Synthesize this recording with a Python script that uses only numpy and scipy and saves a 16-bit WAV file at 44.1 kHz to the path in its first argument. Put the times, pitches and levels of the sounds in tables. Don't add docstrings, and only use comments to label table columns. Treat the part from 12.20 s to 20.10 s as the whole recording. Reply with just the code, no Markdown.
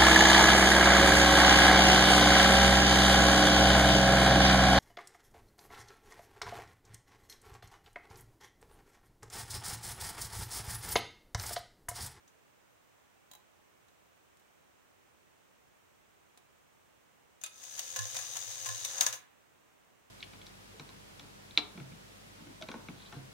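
import sys
import numpy as np
from scipy import signal
from scipy.fft import rfft, irfft, next_fast_len
from scipy.io import wavfile
from scipy.ndimage import uniform_filter1d, map_coordinates

SR = 44100
rng = np.random.default_rng(int(sys.argv[2]) if len(sys.argv) > 2 else 0)


def transcribe(u):
    v = np.clip(np.atleast_2d(u).T, -1, 1)
    q = np.round(v * 32767).astype(np.int16)
    wavfile.write(sys.argv[1], SR, q)


N = 348390
TIME_S = np.arange(N) / SR
FFT_SIZE = next_fast_len(N + SR)
HZ = np.fft.rfftfreq(FFT_SIZE, 1 / SR)
LANDING_S = 0.029

# time in seconds, level in dB.
LEVER_DROPS = [(5.237, -22), (5.2623, -30)]
# snap time in seconds, level in dB, delay of the swing in seconds.
HAMMER_STROKES = [(5.761, 1, 0.011), (6.46, -0.5, .006)]
# time in seconds, crack in dB, shudder in dB, rise in seconds.
STOP_SLAMS = [(6.8093, -8.5, -24, 0.0014), (6.866, -12.5, -31.5, .0035), (6.927, -27.5, -35, .001)]
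# frequency in Hz, left gain in dB, right gain in dB.
BRASS_COLOUR = [(204, -36.5, -22.5), (370, -24, -17.5), (520, -24.5, -14), (1210, -18, -14.5),
                (2400, -17, -14), (3520, -19, -7), (5814, -5, -14.5), (5470, -9.5, 0.5), (6660, 2, -18.5),
                (6970, -8, -12), (8070, -8.5, -16.5), (9600, -11, -22.5), (10800, -24, -20.5),
                (13000, -23, -17), (15500, -32, -17)]


def train(level_db, teeth_per_s, chatter_db, scatter_db, tooth_t60_s, rub_db, waver_db):
    pace = train_pace()
    tooth_hz = teeth_per_s * pace
    teeth = np.diff(np.floor(np.cumsum(tooth_hz) / SR), prepend=0)
    chatter = rng.random(N) < 2 * tooth_hz / SR
    chance_db = scatter_db * rng.standard_normal(N)
    blows = teeth * amp(chance_db / 2) + chatter * amp(chatter_db + chance_db)
    energy_pole = decay(2 / SR, tooth_t60_s)
    strikes = signal.lfilter([1], [1, -energy_pole], blows ** 2) * pace
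    rub = amp(rub_db) ** 2 * np.sqrt(pace)
    force = amp(level_db + waver_db * wobble(knots_per_s=22)) * tooth_force()

    def drive(energy):
        return np.sqrt(energy / energy[pace > 0.5].mean()) * force * grit()

    body = brass(low_hz=160, high_hz=18000)
    low_share = 1 / (1 + (HZ / 9000) ** 8)
    whirr = filtered(drive(strikes + rub / 10), body * np.sqrt(low_share))
    return whirr + filtered(drive(strikes / 10 + rub), body * np.sqrt(1 - low_share))


def train_pace(spin_up_s=0.18, run_down_s=0.06):
    running_s = np.maximum(TIME_S - LEVER_DROPS[0][0], 0)
    stopped_s = np.maximum(TIME_S - STOP_SLAMS[0][0], 0)
    return (1 - np.exp(-running_s / spin_up_s)) * np.exp(-(stopped_s / run_down_s) ** 2 / 2)


def tooth_force():
    return amp(-47) * train_pace() ** 1.82


def hammer(wire_hz, swell_s, swing_t60_s, tremble_db, tremble_width_hz,
           clank_db, jolt_db, swing_db, shake_db):
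    # mode frequency in Hz, level in dB, t60 in seconds.
    modes = [(512, -11.5, 0.33), (715, -16, 0.2), (1030, -7, 0.16), (1063, -1.5, 0.18), (1456, -3.5, 0.12),
             (1640, -2, .07), (1706, 3.5, 0.19), (1810, -4, 0.08)]
    clanks, swing = np.zeros((2, N)), np.zeros(N)
    t = np.arange(SR) / SR
    swell = 1 - np.exp(-(t / swell_s) ** 2)
    sway = swell * decay(t, swing_t60_s) * np.sin(2 * np.pi * wire_hz * t)
    for at_s, db, delay_s in HAMMER_STROKES:
        add(clanks, at_s, amp(db + clank_db) * ring(modes))
        add(clanks, at_s + LANDING_S, amp(db + clank_db) * ring(modes))
        add(swing, at_s + delay_s, amp(db + swing_db) * sway)
    rebound_s = STOP_SLAMS[1][0]
    add(clanks, rebound_s, amp(jolt_db) * ring(modes))
    add(swing, rebound_s, amp(shake_db) * sway)
    tremble = amp(tremble_db) * tooth_force() * train_pace() ** 3
    wire = unit(1 / (1 + (2 * (HZ - wire_hz) / tremble_width_hz) ** 2))
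    swing += filtered(tremble * rng.standard_normal(N), causal(wire))
    return clanks * amp([[-4], [2]]) + swing * [[-0.56], [1]]


def hammer_blows(snap_db, snap_t60_s, landing_db, landing_t60_s):
    snaps, landings = np.zeros((2, N))
    for at_s, db, _ in HAMMER_STROKES:
        snaps += amp(db + snap_db) * contact(at_s, snap_t60_s, rise_s=0.002, hold_s=0.0054)
        landings += amp(db + landing_db) * contact(at_s + LANDING_S, landing_t60_s, rise_s=0.00068)
    return in_bands(snaps, low_db=-10, top_db=-8) + in_bands(landings, low_db=-23.5, top_db=-11)


def stop(crack_t60_s, shudder_t60_s):
    cracks, shudders = np.zeros((2, N))
    for at_s, crack_db, shudder_db, rise_s in STOP_SLAMS:
        cracks += amp(crack_db) * contact(at_s, crack_t60_s, rise_s)
        shudders += amp(shudder_db) * contact(at_s, shudder_t60_s, rise_s, hold_s=0.008)
    return in_bands(cracks, low_db=-29.5, top_db=-15.5) + in_bands(shudders, low_db=-6, top_db=-5)


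def knocks(click_t60_s, scrape_t60_s):
    # time in seconds, click in dB, its top band in relative dB, scrape in dB,
    # scrape lead in seconds.
    events = [(0.077, -56.5, -21, -60, 0), (5.215, -48.5, 1, -50, 0.0023), (5.438, -34, -9.5, -50.5, 0.028),
              (5.593, -20.5, -8, -38.5, 0.0164), (5.9675, -21, -18, -35, 0.023), (5.989, -33, -6, -38, 0),
              (6.168, -26, -8, -37, .014), (6.6495, -21, -4.5, -36.5, 0.004),
              (6.782, -26.5, -16, -42, 0.006)]
    drive = np.zeros((3, N))
    for at_s, click_db, top_db, scrape_db, lead_s in events:
        click = amp(click_db) * contact(at_s, click_t60_s, rise_s=0.001)
        scrape = amp(scrape_db) * contact(at_s - lead_s, scrape_t60_s, rise_s=0.002, hold_s=lead_s)
        drive += in_bands(click, low_db=-20, top_db=top_db) + in_bands(scrape, low_db=-4.5, top_db=-7)
    return drive


def plates(drive, level_db):
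    bands_hz = [(590, 2550), (2380, 10020), (9500, 17910)]
    bands = [filtered(envelope * grit(), brass(*edges)) for envelope, edges in zip(drive, bands_hz)]
    return amp(level_db) * sum(bands)


def lever(ring_db, crack_db, crack_t60_s, rattle_db, rattle_t60_s):
    # mode frequency in Hz, level in dB, t60 in seconds.
    modes = [(634, -18, 0.15), (1296, -3.5, 0.072), (1550, -11.5, .06), (2495, -2, 0.078),
             (3600, -9.5, 0.12), (3790, -11.5, 0.096), (4910, -11, 0.045), (7390, 4.5, 0.038),
             (9600, -2.5, 0.061), (11100, -7, 0.099)]
    rings, cracks, rattles = np.zeros((2, N)), np.zeros(N), np.zeros(N)
    for at_s, db in LEVER_DROPS:
        add(rings, at_s, amp(db + ring_db) * ring(modes))
        cracks += amp(db + crack_db) * contact(at_s, crack_t60_s, rise_s=0.00056)
        rattles += amp(db + rattle_db) * contact(at_s, rattle_t60_s, rise_s=0.00099)
    crack = brass_noise(cracks, low_hz=6900, high_hz=16000)
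    return rings + crack + brass_noise(rattles, low_hz=670, high_hz=4850)


def low_rattle(level_db, swell_s, t60_s, thud_db, thud_t60_s):
    slam_s, rebound_s = STOP_SLAMS[0][0], STOP_SLAMS[1][0]
    swell = amp(level_db) * contact(slam_s, t60_s, swell_s, hold_s=rebound_s - slam_s)
    thuds = sum(amp(db + thud_db) * contact(at_s + 0.005, thud_t60_s, rise_s=0.004)
                for at_s, _, db, _ in STOP_SLAMS)
    return brass_noise(swell, low_hz=560, high_hz=1696) + brass_noise(thuds, low_hz=150, high_hz=430)


def hand_ticks(rise_s, t60_s):
    # time in seconds, level in dB, ring in relative dB, low-pass cutoff in Hz.
    ticks = [(1.114, -44.5, -15, 15000), (1.135, -46, -20, 15000), (1.151, -48, -13.5, 15000),
             (1.684, -55.5, -23, 8000), (2.171, -57, -25, 11000), (2.196, -59, -24, 13000),
             (4.175, -47, -26, 11100)]
    # mode frequency in Hz, level in dB, t60 in seconds.
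    hand_modes = [(586, -8, 0.14), (723, -3, 0.17), (840, -4, .13), (1020, -7, .12), (3290, -0.5, 0.041),
                  (3900, 2, 0.11), (6540, 0, 0.029), (7180, 6, .04)]
    # frequency in Hz, gain in dB.
    slip_colour = [(300, -14), (750, -12.5), (1600, -12), (3500, -11.5), (5200, -15), (6800, -12.5),
                   (9000, -12), (11000, -15.5), (15500, -5.5)]
    rings, slips = np.zeros((2, 2, N))
    for at_s, db, ring_db, cutoff_hz in ticks:
        add(rings, at_s, amp(db + ring_db) * ring(hand_modes))
        slip = amp(db) * contact(at_s, t60_s, rise_s) * rng.standard_normal((2, N))
        slips += signal.sosfilt(signal.butter(3, cutoff_hz, fs=SR, output="sos"), slip)
    return rings + filtered(slips, causal(unit(amp(along(slip_colour, HZ)))))


def room(x, low_hz):
    # frequency in Hz, t60 in seconds.
    wall_decay = [(200, .4), (2000, 0.54), (6000, 0.22), (14000, 0.26)]
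    hz, t, spectra = signal.stft(rng.standard_normal((2, SR // 2)), SR, nperseg=256)
    tail = signal.istft(spectra * decay(t, along(wall_decay, hz)[:, None]), SR, nperseg=256)[1]
    tail = np.pad(tail / np.linalg.norm(tail[0]), ((0, 0), (SR // 200, 0)))
    high_pass = 1j * HZ / (1j * HZ + low_hz)
    return filtered(signal.fftconvolve(x, tail, axes=1)[:, :N], high_pass)


def hiss(level_db):
    # frequency in Hz, relative density in dB.
    spectrum = [(25, -20), (45, -10.5), (70, -2.5), (150, -2), (450, -1.5), (1200, -5), (2800, -10.5),
                (4700, -19.5), (6200, -16), (8500, -17.5), (11000, -25.5), (15500, -18.5)]
    # frequency in Hz, left-right correlation.
    correlation = [(60, 0.039), (240, -0.66), (950, -0.12), (3770, 0.062), (15000, -0.057)]
    angle = np.arccos(along(correlation, HZ)) / 2
    gains = amp(along(spectrum, HZ)) * [np.cos(angle), np.sin(angle)]
    mid, side = filtered(rng.standard_normal((2, N)), gains)
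    return amp(level_db) * unit(np.array([mid + side, mid - side])) * amp([[-1.2], [1.1]])


def ring(modes):
    t = np.arange(SR // 2) / SR
    sound = np.zeros((2, len(t)))
    for hz, db, t60_s in modes:
        pan_db = (along(BRASS_COLOUR, hz, column=1) - along(BRASS_COLOUR, hz, column=2)) / 2
        level = amp(db + np.array([[pan_db], [-pan_db]]) + rng.standard_normal((2, 1)))
        drift = np.cumsum(rng.standard_normal((2, len(t))), axis=1) * np.sqrt(hz / SR / 300)
        phase = 2 * np.pi * (hz * t + rng.random((2, 1))) + drift
        sound += level * decay(t, t60_s) * np.sin(phase)
    return sound


def brass(low_hz, high_hz):
    # frequency in Hz, width in Hz, lift in dB.
    plate_modes = [(522.4, 46, 11), (719, 30, 8), (860, 150, 0), (1040, 55, 3), (1694, 39, 11),
                   (2490, 70, 4), (2846, 36, 7), (3598, 70, 7.5), (3840, 80, 6), (4920, 89, 6),
                   (5983, 154, 7.5), (6340, 92, 0.5), (6620, 500, 5), (9240, 47, 5.5)]
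    colour_db = uniform_filter1d([along(BRASS_COLOUR, HZ, column) for column in (1, 2)], size=1500)
    peaks_db = sum(db / (1 + (2 * (HZ - hz) / width_hz) ** 2) for hz, width_hz, db in plate_modes)
    band = 1 / np.sqrt((1 + (low_hz / (HZ + 1)) ** 12) * (1 + (HZ / high_hz) ** 12))
    return causal(unit(amp(colour_db + peaks_db) * band))


def brass_noise(envelope, low_hz, high_hz):
    return filtered(envelope * rng.standard_normal((2, N)), brass(low_hz, high_hz))


def contact(at_s, t60_s, rise_s, hold_s=0):
    envelope, start_s = np.zeros(N), max(at_s - 0.25, 0)
    t = start_s - at_s + np.arange(3 * SR // 4) / SR
    db = np.where(t < 0, 20 * t / rise_s, -60 * np.maximum(t - hold_s, 0) / t60_s)
    add(envelope, start_s, amp(db))
    return envelope


def in_bands(envelope, low_db, top_db):
    return amp([[low_db], [0], [top_db]]) * envelope


def grit(common_share=0.35, right_lag_s=0.001):
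    own, common = rng.standard_normal((2, N)), rng.standard_normal(N)
    pair = np.array([common, np.roll(common, round(right_lag_s * SR))])
    return np.sqrt(1 - common_share) * own + np.sqrt(common_share) * pair


def wobble(knots_per_s):
    return map_coordinates(rng.standard_normal(1000), [TIME_S * knots_per_s], mode="wrap")


def causal(gain):
    cepstrum = irfft(np.log(np.maximum(gain, 1e-6)), FFT_SIZE)
    cepstrum[..., 1:FFT_SIZE // 2] *= 2
    cepstrum[..., FFT_SIZE // 2 + 1:] = 0
    return np.exp(rfft(cepstrum))


def filtered(x, response):
    return irfft(rfft(x, FFT_SIZE) * response, FFT_SIZE)[..., :N]


def along(table, hz, column=1):
    columns = np.transpose(table)
    return np.interp(np.log(hz + 1), np.log(columns[0] + 1), columns[column])


def add(track, at_s, sound):
    part = track[..., round(at_s * SR):][..., :sound.shape[-1]]
    part += sound[..., :part.shape[-1]]


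def decay(t, t60_s):
    return np.exp(-np.log(1000) * t / t60_s)


def amp(db):
    return 10 ** (np.asarray(db) / 20)


def unit(x):
    return x / np.sqrt(np.mean(x ** 2) + 1e-20)


def scene():
    clock = hand_ticks(rise_s=0.001, t60_s=0.038)
    clock += lever(ring_db=-18, crack_db=-10, crack_t60_s=0.029, rattle_db=-21, rattle_t60_s=0.12)
    clock += train(level_db=5, teeth_per_s=90.3, chatter_db=-5.5, scatter_db=2, tooth_t60_s=0.017,
                   rub_db=2, waver_db=0.98)
    drive = knocks(click_t60_s=0.022, scrape_t60_s=0.14)
    drive += hammer_blows(snap_db=-28, snap_t60_s=0.055, landing_db=-22, landing_t60_s=0.03)
    drive += stop(crack_t60_s=0.017, shudder_t60_s=0.16)
    clock += plates(drive, level_db=-7)
    clock += low_rattle(level_db=-46.5, swell_s=0.2, t60_s=0.2, thud_db=-31, thud_t60_s=0.17)
    clock += hammer(wire_hz=106.2, swell_s=0.03, swing_t60_s=0.33, tremble_db=-9, tremble_width_hz=44,
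                    clank_db=-46, jolt_db=-44, swing_db=-28.5, shake_db=-40.5)
    return clock + amp(-10) * room(clock, low_hz=350) + hiss(level_db=-65)


def record(dry):
    return filtered(dry, HZ < 15850)


dry = scene()
out = record(dry)
transcribe(out)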